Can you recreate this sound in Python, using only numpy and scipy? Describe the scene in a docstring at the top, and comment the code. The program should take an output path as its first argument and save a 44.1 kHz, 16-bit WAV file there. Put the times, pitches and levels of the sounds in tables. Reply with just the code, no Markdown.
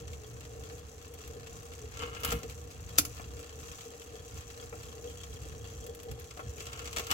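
"""A bicycle is pedalled by hand in a repair stand in a small workshop, close to a two-port microphone.
From the start, chain rollers tick onto the teeth and keep the frame droning over the wheel's rumble.
After 2 s the front derailleur drags the chain upwards: it scrapes and clacks, and the frame jolts.
Near 3 s the chain seats on the big ring with a loud snap, then runs on with links grazing the cage.
Towards 7 s the derailleur pushes it off again in a second flurry of scrapes and clacks."""
import sys
import numpy as np
from scipy import signal
from scipy.fft import rfft, irfft, next_fast_len
from scipy.io import wavfile
from scipy.ndimage import uniform_filter1d, map_coordinates

SR = 44100
rng = np.random.default_rng(int(sys.argv[2]) if len(sys.argv) > 2 else 0)


def transcribe(u):
    """Save the signal u as a 16-bit wav file named by the first command-line argument.

    u: samples, shape (n,) or (channels, n), limited to [-1, 1]; the rate is SR.
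    q: integer samples, one column per channel.
    """
    v = np.clip(np.atleast_2d(u).T, -1, 1)
    q = np.round(v * 32767).astype(np.int16)
    wavfile.write(sys.argv[1], SR, q)


N = 314433
TIME = np.arange(N) / SR

# Levels in the tables are relative: each source applies its own gain.
# spectrum of a roller meeting a tooth: (frequency [Hz], spectral level [dB])
ROLLER_SPECTRUM = [(2500, -26), (4000, -15), (5000, -11.5), (5900, 3), (6400, 3), (7600, -0.5),
                   (8100, -2.5), (8700, -12), (9400, -13), (10200, -9.5), (12300, -8), (13500, -13.5),
                   (16000, -9.5)]
# spectrum of the high sparkle of metal contact: (frequency [Hz], spectral level [dB])
SPARKLE_SPECTRUM = [(7000, -67), (8800, 4.5), (10200, 1), (12300, 9.5), (14000, -2), (15000, 7),
                    (16000, 1.5)]


def from_db(db):
    """Amplitude ratio of a level in decibels."""
    return 10 ** (np.asarray(db) / 20)


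def unit_rms(x):
    """Normalisation to unit mean power."""
    return x / np.sqrt(np.mean(x ** 2) + 1e-20)


def in_time(curve):
    """Linear interpolation of a (time, value) curve at every sample."""
    return np.interp(TIME, *np.transpose(curve))


def at_hz(curve, hz):
    """Interpolation of a (frequency, value) curve on a logarithmic frequency axis."""
    frequencies, values = np.transpose(curve)
    return np.interp(np.log(hz + 1), np.log(frequencies), values)


def add(track, s, sound):
    """Superposition of a short stereo sound on a track at time s."""
    start = int(np.clip(s * SR, 0, N - 1))
    track[:, start:start + sound.shape[1]] += sound[:, :N - start]


def noise(spectrum, size=N, ripple_db=0, ripple_hz=220):
    """Partial coherence: coloured noise, less alike at the two ports towards the treble."""
    # likeness of the two ports: (frequency [Hz], correlation [1])
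    likeness = [(50, 1), (250, 0.84), (500, 1), (900, 0.19), (1500, 0.6), (2500, 0.056), (6000, 0.11),
                (12000, 0.074)]
    padded = next_fast_len(size, real=True)
    hz = np.arange(padded // 2 + 1) * SR / padded
    # chance peaks and dips, one value every ripple_hz
    ripple = np.interp(hz / ripple_hz, np.arange(256), rng.standard_normal(256).clip(-2, 2))
    colour = from_db(at_hz(spectrum, hz) + ripple_db * ripple)
    mid, side = rfft(rng.standard_normal((2, padded))) * colour
    correlation = np.clip(at_hz(likeness, hz), -1, 1)
    ports = np.sqrt(1 + correlation) * mid + np.sqrt(1 - correlation) * side * [[1], [-1]]
    return unit_rms(irfft(ports, padded)[:, :size])


def decay(t60, room_db, rise_s, room_t60=0.4):
    """Exponential decay after a quick rise; the direct sound and the room's tail add in power."""
    t = TIME[:SR // 4]
    attack = 1 - np.exp(-t / rise_s)
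    return attack * np.hypot(from_db(-60 * t / t60), from_db(room_db - 60 * t / room_t60))


def burst(spectrum, envelope, ripple_db=0):
    """An impact excites many overlapping modes, heard as coloured noise under an envelope."""
    return envelope * noise(spectrum, len(envelope), ripple_db)


def impulses(times, gains):
    """Impulsive excitation: one sample of force for each contact."""
    force = np.zeros(N)
    np.add.at(force, np.clip(np.round(times * SR).astype(int), 0, N - 1), gains)
    return force


def damped_mode(force, hz, t60):
    """Damped oscillator: a unit impulse starts a decaying sine of unit amplitude."""
    radius, angle = from_db(-60 / (t60 * SR)), 2 * np.pi * hz / SR
    return signal.lfilter([0, np.sin(angle)], [1, -2 * radius * np.cos(angle), radius ** 2], force + 1e-18)


def resonance(force, hz, width_hz):
    """Forced response of a resonator with unit gain at its peak."""
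    return signal.lfilter(*signal.iirpeak(hz, hz / width_hz, fs=SR), force + 1e-18)


def waver(per_s, size=512):
    """Slow random modulation: per_s new values a second, joined by straight lines."""
    return np.interp(TIME * per_s, np.arange(size), rng.standard_normal(size).clip(-2, 2))


def swell(peak_s, db, rise_s, fall_s):
    """Exponential growth to a peak and exponential decay after it."""
    return from_db(db) * np.exp(-np.maximum((peak_s - TIME) / rise_s, (TIME - peak_s) / fall_s))


def swelling(base_db, peaks, rise_s, fall_s):
    """Power addition: the gain of a continuous sound with swells on top."""
    swell_power = sum(swell(s, db, rise_s, fall_s) ** 2 for s, db in peaks)
    return np.sqrt(from_db(base_db) ** 2 + swell_power)


def ticking(links, contacts, spectrum, envelope, scatter_db, jitter_s, ripple_db, variants=16):
    """Quasi-periodic impacts: each link makes its contacts, scattered in time, level and colour."""
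    ticks = [burst(spectrum, envelope, ripple_db) for _ in range(variants)]
    link = np.arange(int(links[-1]))
    out = np.zeros((2, N))
    for phase, contact_db in contacts:
        times = np.interp(link + phase, links, TIME) + jitter_s * rng.standard_normal(len(link))
        levels_db = contact_db + scatter_db * rng.uniform(-1, 1, len(link))
        for s, db, k in zip(times, levels_db, rng.integers(variants, size=len(link))):
            add(out, s, from_db(db) * ticks[k])
    return unit_rms(out)


def rolling_links():
    """Meshing impacts at the link rate: bright roller ticks, duller plate rattle and a jingling cage."""
    # speed of the chain: (time [s], rate [links/s])
    speed = [(0, 30.8), (.85, 30.85), (1.5, 31.35), (3.2, 31.6), (4.2, 31.9), (4.8, 31.2), (5.4, 31.8),
             (6.0, 31.8), (6.6, 31.3), (7.13, 31.3)]
    # a link meets chainring, pulleys and sprocket in turn: (phase [link periods], level [dB])
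    contacts = [(.22, 2), (.42, -2), (.55, 0.5), (.72, -2.5), (.92, -3.5)]
    # ticking of the running chain, louder on the big ring: (time [s], level [dB])
    run_level = [(0, -57.5), (1.1, -58.5), (1.6, -57.5), (2.7, -57.5), (3.2, -55), (4.1, -56.5), (4.7, -56),
                 (5.7, -56), (6.05, -60.5), (6.6, -54.5), (7.13, -53.5)]
    # links grazing the derailleur cage: (time [s], level [dB])
    graze_level = [(0, -85), (2.2, -78.5), (3.1, -81), (3.7, -63), (4.4, -69), (5.2, -60), (5.9, -71),
                   (7.13, -62)]
    # spectra of the side plates and of the cage: (frequency [Hz], spectral level [dB])
    plate_spectrum = [(400, -14), (760, 1.5), (900, -13.5), (1080, 1.5), (1380, -1), (1600, -3),
                      (2050, -5.5), (2400, -5), (2750, -1.5), (3050, -6.5), (3300, -3.5), (3700, -6.5),
                      (5000, -5.5), (9000, -57)]
    cage_spectrum = [(1500, -35), (2050, -29), (2170, -29), (2330, -11), (2750, -3), (3080, 7),
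                     (3290, 12.5), (3480, -18), (4200, -37), (8000, -47)]
    links = np.cumsum(in_time(speed)) / SR
    tick = decay(t60=.028, room_db=-18, rise_s=.0004)
    rattle = decay(t60=.035, room_db=-15, rise_s=.0005)
    jingle = decay(t60=.073, room_db=-20, rise_s=.00034)
    rollers = ticking(links, contacts, ROLLER_SPECTRUM, tick, scatter_db=3.5, jitter_s=.0017, ripple_db=3)
    plates = ticking(links, contacts, plate_spectrum, rattle, scatter_db=8, jitter_s=.0012, ripple_db=4)
    cage = ticking(links, contacts[:1], cage_spectrum, jingle,
                   scatter_db=12.5, jitter_s=.00122, ripple_db=1)
    slack_db = 1.9 * waver(per_s=18)
    run_gain = from_db(in_time(run_level) + slack_db + 1.5)
    graze_gain = from_db(in_time(graze_level) - 3.5)
    return run_gain * (rollers + from_db(-2.5) * plates) + graze_gain * cage


def through_metal(contact):
    """Resonant colouring: contact noise plus the modes that it excites in chainring and cage."""
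    # modes of chainring and cage: (frequency [Hz], bandwidth [Hz], level [dB])
    modes = [(1092, 17, -1), (1240, 26, -1), (1356, 39, 0.5), (1757, 32, 1.5), (2305, 16, -7.5),
             (2666, 65, -8.5), (3320, 37, -2), (4490, 43, -3), (7240, 19, -7)]
    return contact + sum(from_db(db) * resonance(contact, hz, width) for hz, width, db in modes)


def droning(modes, steady_s):
    """Forced vibration: rolling friction drives resonances, their power levelled over steady_s."""
    friction = noise([(30, 1.5), (1500, 1.0), (4000, -25)])   # (frequency [Hz], spectral level [dB])
    drone = sum((-1) ** k * from_db(db) * resonance(friction, hz, width)
                for k, (hz, width, db) in enumerate(modes))
    power = uniform_filter1d(np.mean(drone ** 2, axis=0), int(steady_s * SR) + 1)
    return drone / np.sqrt(power + 1e-20)


def drive_hum():
    """Structure-borne sound: the chain keeps chainring and frame humming, and each tug swells the hum."""
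    # modes of the chainring and of the frame: (frequency [Hz], bandwidth [Hz], level [dB])
    chainring_modes = [(433, 32, -7), (474.2, 10.4, 3.5)]
    frame_modes = [(247, 17, 3), (307, 32, 3), (506, 103, -2.5), (610, 28, 0.5), (715, 38, -2),
                   (783, 42, -2)]
    # tugs on the chain: (peak time [s], level [dB])
    tugs = [(0.55, -48), (0.72, -47.5), (1.37, -48), (1.83, -46), (2.04, -39.5), (2.24, -42.5),
            (2.335, -35.5), (2.44, -41.5), (4.744, -42.5), (5.061, -39), (5.46, -47), (5.54, -51.5),
            (5.884, -41.5), (6.07, -44), (6.59, -48), (6.83, -45.5), (7.0, -43), (7.11, -45)]
    hum_db, frame_db = -54, -60
    ring_gain = swelling(hum_db + 3 * waver(per_s=14), tugs, rise_s=.016, fall_s=.033)
    frame_gain = from_db(frame_db) * (ring_gain / from_db(hum_db)) ** .71   # swells less than the ring
    chainring = ring_gain * droning(chainring_modes, steady_s=.092)
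    frame = frame_gain * droning(frame_modes, steady_s=.19)
    return (chainring + frame) * from_db([[.8], [-.8]])


def wheel_rumble():
    """Low resonances of the spinning wheel, modulated in amplitude as the bicycle rocks in the stand."""
    # modes of the wheel: (frequency [Hz], bandwidth [Hz], level [dB])
    wheel_modes = [(60, 12.2, -3.5), (80, 15.8, 0), (117.8, 13, -5), (151, 34.3, -14)]
    # rumble of wheel and stand: (time [s], level [dB])
    rumble_level = [(0, -46.5), (1.1, -50), (2.3, -47.5), (3.2, -47), (3.9, -51), (4.8, -49), (5.3, -46),
                    (6.2, -52.5), (7.13, -45.5)]
    # rocking of the bicycle: (peak time [s], level [dB])
    rocks = [(0.15, -44), (0.35, -44), (1.32, -46), (4.35, -41.5), (6.11, -39), (6.47, -38.5)]
    base_db = in_time(rumble_level) + 2.5 * waver(per_s=8.4)
    gain = swelling(base_db, rocks, rise_s=.027, fall_s=.045)
    return gain * droning(wheel_modes, steady_s=.15) * from_db([[-.4], [.4]])


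def room_air():
    """Stationary broadband noise: a faint background, strongest in the bass."""
    # background of the workshop: (frequency [Hz], spectral level [dB])
    air_spectrum = [(20, -7), (45, 0), (70, -4), (200, -7), (600, -14), (1000, -14.5), (3000, -21.5),
                    (7500, -38), (9000, -27.5), (16000, -38)]
    return from_db(-60) * noise(air_spectrum)


def chain_blows(clinks_per_s=4, slots=64):
    """Single, periodic and random impacts of the chain, as (time [s], level [dB], sparkle [dB])."""
    # chain striking teeth and cage: (time [s], level [dB], relative sparkle [dB])
    singles = [(0.078, -49.5, -22), (0.132, -49, -9), (0.451, -51, -15), (1.1377, -54.5, 8),
               (1.276, -53, 3), (1.47, -48.5, -17), (1.971, -47, -16), (1.9916, -43.5, -21),
               (2.0206, -45.5, -23), (2.148, -46, -22), (2.2023, -54, 8), (2.2336, -37, -5),
               (2.2474, -33.5, 6), (2.275, -42, -2), (2.2882, -42, -9), (2.3055, -37, -10),
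               (2.3172, -36, -5), (2.3232, -36.5, 2), (2.4312, -43.5, -8), (2.4967, -48, -1),
               (3.4923, -50, -21), (3.682, -54, -18), (3.808, -49, -15), (4.4218, -56.5, -13),
               (5.2336, -45.5, -12), (6.309, -46.5, -24), (6.874, -42.5, -18), (6.9292, -40.5, -7),
               (6.9626, -37.5, -3.5), (6.9683, -32.5, -17), (6.9836, -35.5, -8), (6.995, -35, -7),
               (7.0676, -41.5, -3), (7.1039, -36, -12), (7.112, -27, -7)]
    # thin ticks before the shift back, then links catching on the cage:
    # (start [s], end [s], spacing [s], level [dB], relative sparkle [dB])
    runs = [(5.865, 6.23, .083, -53, 5.5), (6.605, 6.89, .0625, -42.5, -11)]
    regular = [(s, db, sparkle_db) for start, end, spacing, db, sparkle_db in runs
               for s in np.arange(start, end, spacing)]
    # the loose chain clinks once, at a random moment, in each time slot
    moment, softness = rng.random((slots, 2)).T
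    times = (np.arange(slots) + moment) / clinks_per_s
    levels_db = -52 - 3 * (2 * softness - 1)
    clinks = [(s, db, -5) for s, db in zip(times, levels_db) if s < N / SR]
    return list(singles) + regular + clinks


def steel_ring(times, blows_db):
    """Free vibration of steel: each blow excites each mode with a random sign and strength per port."""
    # modes of chain and teeth: (frequency [Hz], level [dB], decay time T60 [s])
    modes = [(1090, -7, .08), (1358, -4, .1), (2290, -5, .07), (2640, -8, .08), (3530, -5, .06),
             (4441, -2, .07), (4732, -1, .08), (5407, 0, .08), (5809, -1, .1), (6138, -1, .07),
             (6378, 2, .09), (7381, -2, .05), (7983, -3, .04), (10250, -2, .06), (10950, 0, .06),
             (11888, -1, .07), (13620, 0, .06), (14893, 1, .06)]
    out = np.zeros((2, N))
    for hz, db, t60 in modes:
        for port in out:
            polarity, scatter = rng.uniform(-1, 1, (len(times), 2)).T
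            gains = np.sign(polarity) * from_db(blows_db + db + 2 * scatter)
            port += damped_mode(impulses(times, gains), hz, t60)
    return out


def clacks_and_knocks():
    """Frequency-dependent damping: a clack's low notes outlast its crash; a knock has only low notes."""
    # spectra of the low body and of the crash of loose links: (frequency [Hz], spectral level [dB])
    body_spectrum = [(150, -7), (280, -4.5), (550, -0.5), (750, 2.5), (900, -10), (1090, -2), (1350, 1),
                     (1700, -12), (2500, -8), (3500, -26)]
    clank_spectrum = [(1000, -63), (1600, -2), (2300, 4.5), (3200, 5), (3900, 0.5), (4600, 1), (6300, 0.5),
                      (8000, 4), (8800, -29), (11000, -39)]
    # dull, hollow knocks: (time [s], level [dB])
    knocks = [(2.3176, -38), (3.1946, -46), (4.726, -46), (6.37, -50), (6.3918, -42)]
    hollow = decay(t60=.092, room_db=-24, rise_s=.0013)
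    body = decay(t60=.08, room_db=-17, rise_s=.001)
    contact = decay(t60=.022, room_db=-40, rise_s=.0002)
    clank = decay(t60=.055, room_db=-22, rise_s=.0003)
    sparkle = decay(t60=.042, room_db=-25, rise_s=.0003)
    out = np.zeros((2, N))
    for s, db in knocks:
        add(out, s, from_db(db + 6) * burst(body_spectrum, hollow, ripple_db=.5))
    blows = chain_blows()
    for s, db, sparkle_db in blows:
        parts = [(body_spectrum, body, -4), (ROLLER_SPECTRUM, contact, -.6),
                 (clank_spectrum, clank, 3.5), (SPARKLE_SPECTRUM, sparkle, sparkle_db + 3)]
        for spectrum, envelope, part_db in parts:
            add(out, s, from_db(db + part_db) * burst(spectrum, envelope, ripple_db=.5))
    times, levels_db, _ = np.transpose(blows)
    return out + steel_ring(times, levels_db - 20)


def scraping(slips_per_s=480, spread_db=7, slip_s=.0021):
    """Stick-slip friction: side plates crunch on the cage in tiny, uneven slips during each rub."""
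    # the chain is pressed sideways against cage and teeth:
    # (peak time [s], level [dB], relative sparkle [dB], rise [s], fall [s])
    rubs = [(2.024, -37.5, -27, 0.031, 0.046), (2.17, -46.5, -20, 0.037, 0.035),
            (2.247, -36.5, -7.5, 0.014, 0.065), (2.322, -46.5, 0, 0.017, 0.024), (6.8, -50, -20, .13, 0.11),
            (6.98, -40.5, -8, 0.011, 0.029), (7.117, -34.5, -10, 0.015, .03)]
    # spectrum of the gritty friction: (frequency [Hz], spectral level [dB])
    grit_spectrum = [(200, 2), (550, 4.5), (900, 5.5), (1300, 8.5), (1700, 4), (2170, 7.5), (2500, 6),
                     (3100, 5), (3600, -0.5), (4400, -4), (5500, -14), (7500, -10), (9000, -19.5)]
    slips = (rng.random(N) < slips_per_s / SR) * from_db(-spread_db * rng.random(N))
    slip_power = signal.lfilter([1], [1, -np.exp(-1 / (slip_s * SR))], slips ** 2 + 1e-18)
    grain = unit_rms(np.sqrt(slip_power))
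    grit = noise(grit_spectrum, ripple_db=6, ripple_hz=60)
    sparkle = noise(SPARKLE_SPECTRUM)
    return grain * sum(swell(s, db, rise_s, fall_s) * (grit + from_db(sparkle_db) * sparkle)
                       for s, db, sparkle_db, rise_s, fall_s in rubs)


def frame_jolts(contact_s=.004):
    """A long contact time softens each blow, which sets the low modes of the frame swaying."""
    # jolts of the frame in the stand: (time [s], level [dB])
    jolts = [(2.278, -29), (2.312, -31), (2.331, -24.5), (2.350, -28), (2.988, -32.5), (6.972, -39),
             (7.113, -44)]
    # sway modes of the frame: (frequency [Hz], level [dB], decay time T60 [s])
    modes = [(63, -5, .2), (88, -8, .16), (120, -10, .12), (160, -7, .12), (225, -6, .13), (292, -7, .22)]
    times, levels_db = np.transpose(jolts)
    push = signal.windows.hann(int(contact_s * SR) + 3)
    force = signal.lfilter(push / push.sum(), [1], impulses(times, from_db(levels_db)))
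    return sum((-1) ** k * from_db(db) * damped_mode(force, hz, t60)
               for k, (hz, db, t60) in enumerate(modes))


def seating_snap():
    """Hard impact of the taut chain on the big ring: a crack, shaken links, ringing steel and a knock."""
    # the chain skids off a tooth tip, slams home and rebounds: (time [s], level [dB])
    impacts = [(2.978, -34), (2.981, -22), (2.9842, -11), (3.0507, -30)]
    # spectra of the crack and of the knock in the frame: (frequency [Hz], spectral level [dB])
    crack_spectrum = [(200, -35), (700, -4.5), (1000, -13), (1350, 5), (1800, -8), (2400, 0.5),
                      (3900, -4.5), (4600, 3), (6300, 3), (7600, 1), (9000, -5.5), (10300, 3),
                      (12500, -0.5), (15000, 2), (16000, -9)]
    knock_spectrum = [(60, -1), (170, -21), (240, -4), (310, 5), (400, -16), (700, -11), (900, -16),
                      (2000, -45)]
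    crack = decay(t60=.036, room_db=-36, rise_s=.0002)
    shaken_links = from_db(-11) * decay(t60=.11, room_db=-30, rise_s=.001)
    knock = decay(t60=.27, room_db=-11, rise_s=.0028)
    out = np.zeros((2, N))
    for s, db in impacts:
        add(out, s, from_db(db + .5) * burst(crack_spectrum, np.hypot(crack, shaken_links), ripple_db=2))
        add(out, s, from_db(db - 26) * burst(knock_spectrum, knock))
    times, levels_db = np.transpose(impacts)
    return (out + steel_ring(times, levels_db - 18.5)) * from_db([[.4], [-.4]])


def scene(port_delay_s=.000309):
    """Superposition with a path difference: the bicycle's sound reaches the left port first."""
    contact = rolling_links() + scraping() + clacks_and_knocks()
    chain = through_metal(contact) * from_db([[1], [-1]])   # left port up, right port down
    left, right = chain + drive_hum() + wheel_rumble() + seating_snap() + frame_jolts()
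    right = map_coordinates(right, [np.arange(N) - port_delay_s * SR], order=3, mode="nearest")
    return np.array([left, right]) + room_air()


def record(dry):
    """Band limiting: a steep elliptic low-pass filter removes the highest treble."""
    cutoff_hz = 15800
    return signal.sosfilt(signal.ellip(12, .2, 90, cutoff_hz, fs=SR, output="sos"), dry)


dry = scene()
out = record(dry)
transcribe(out)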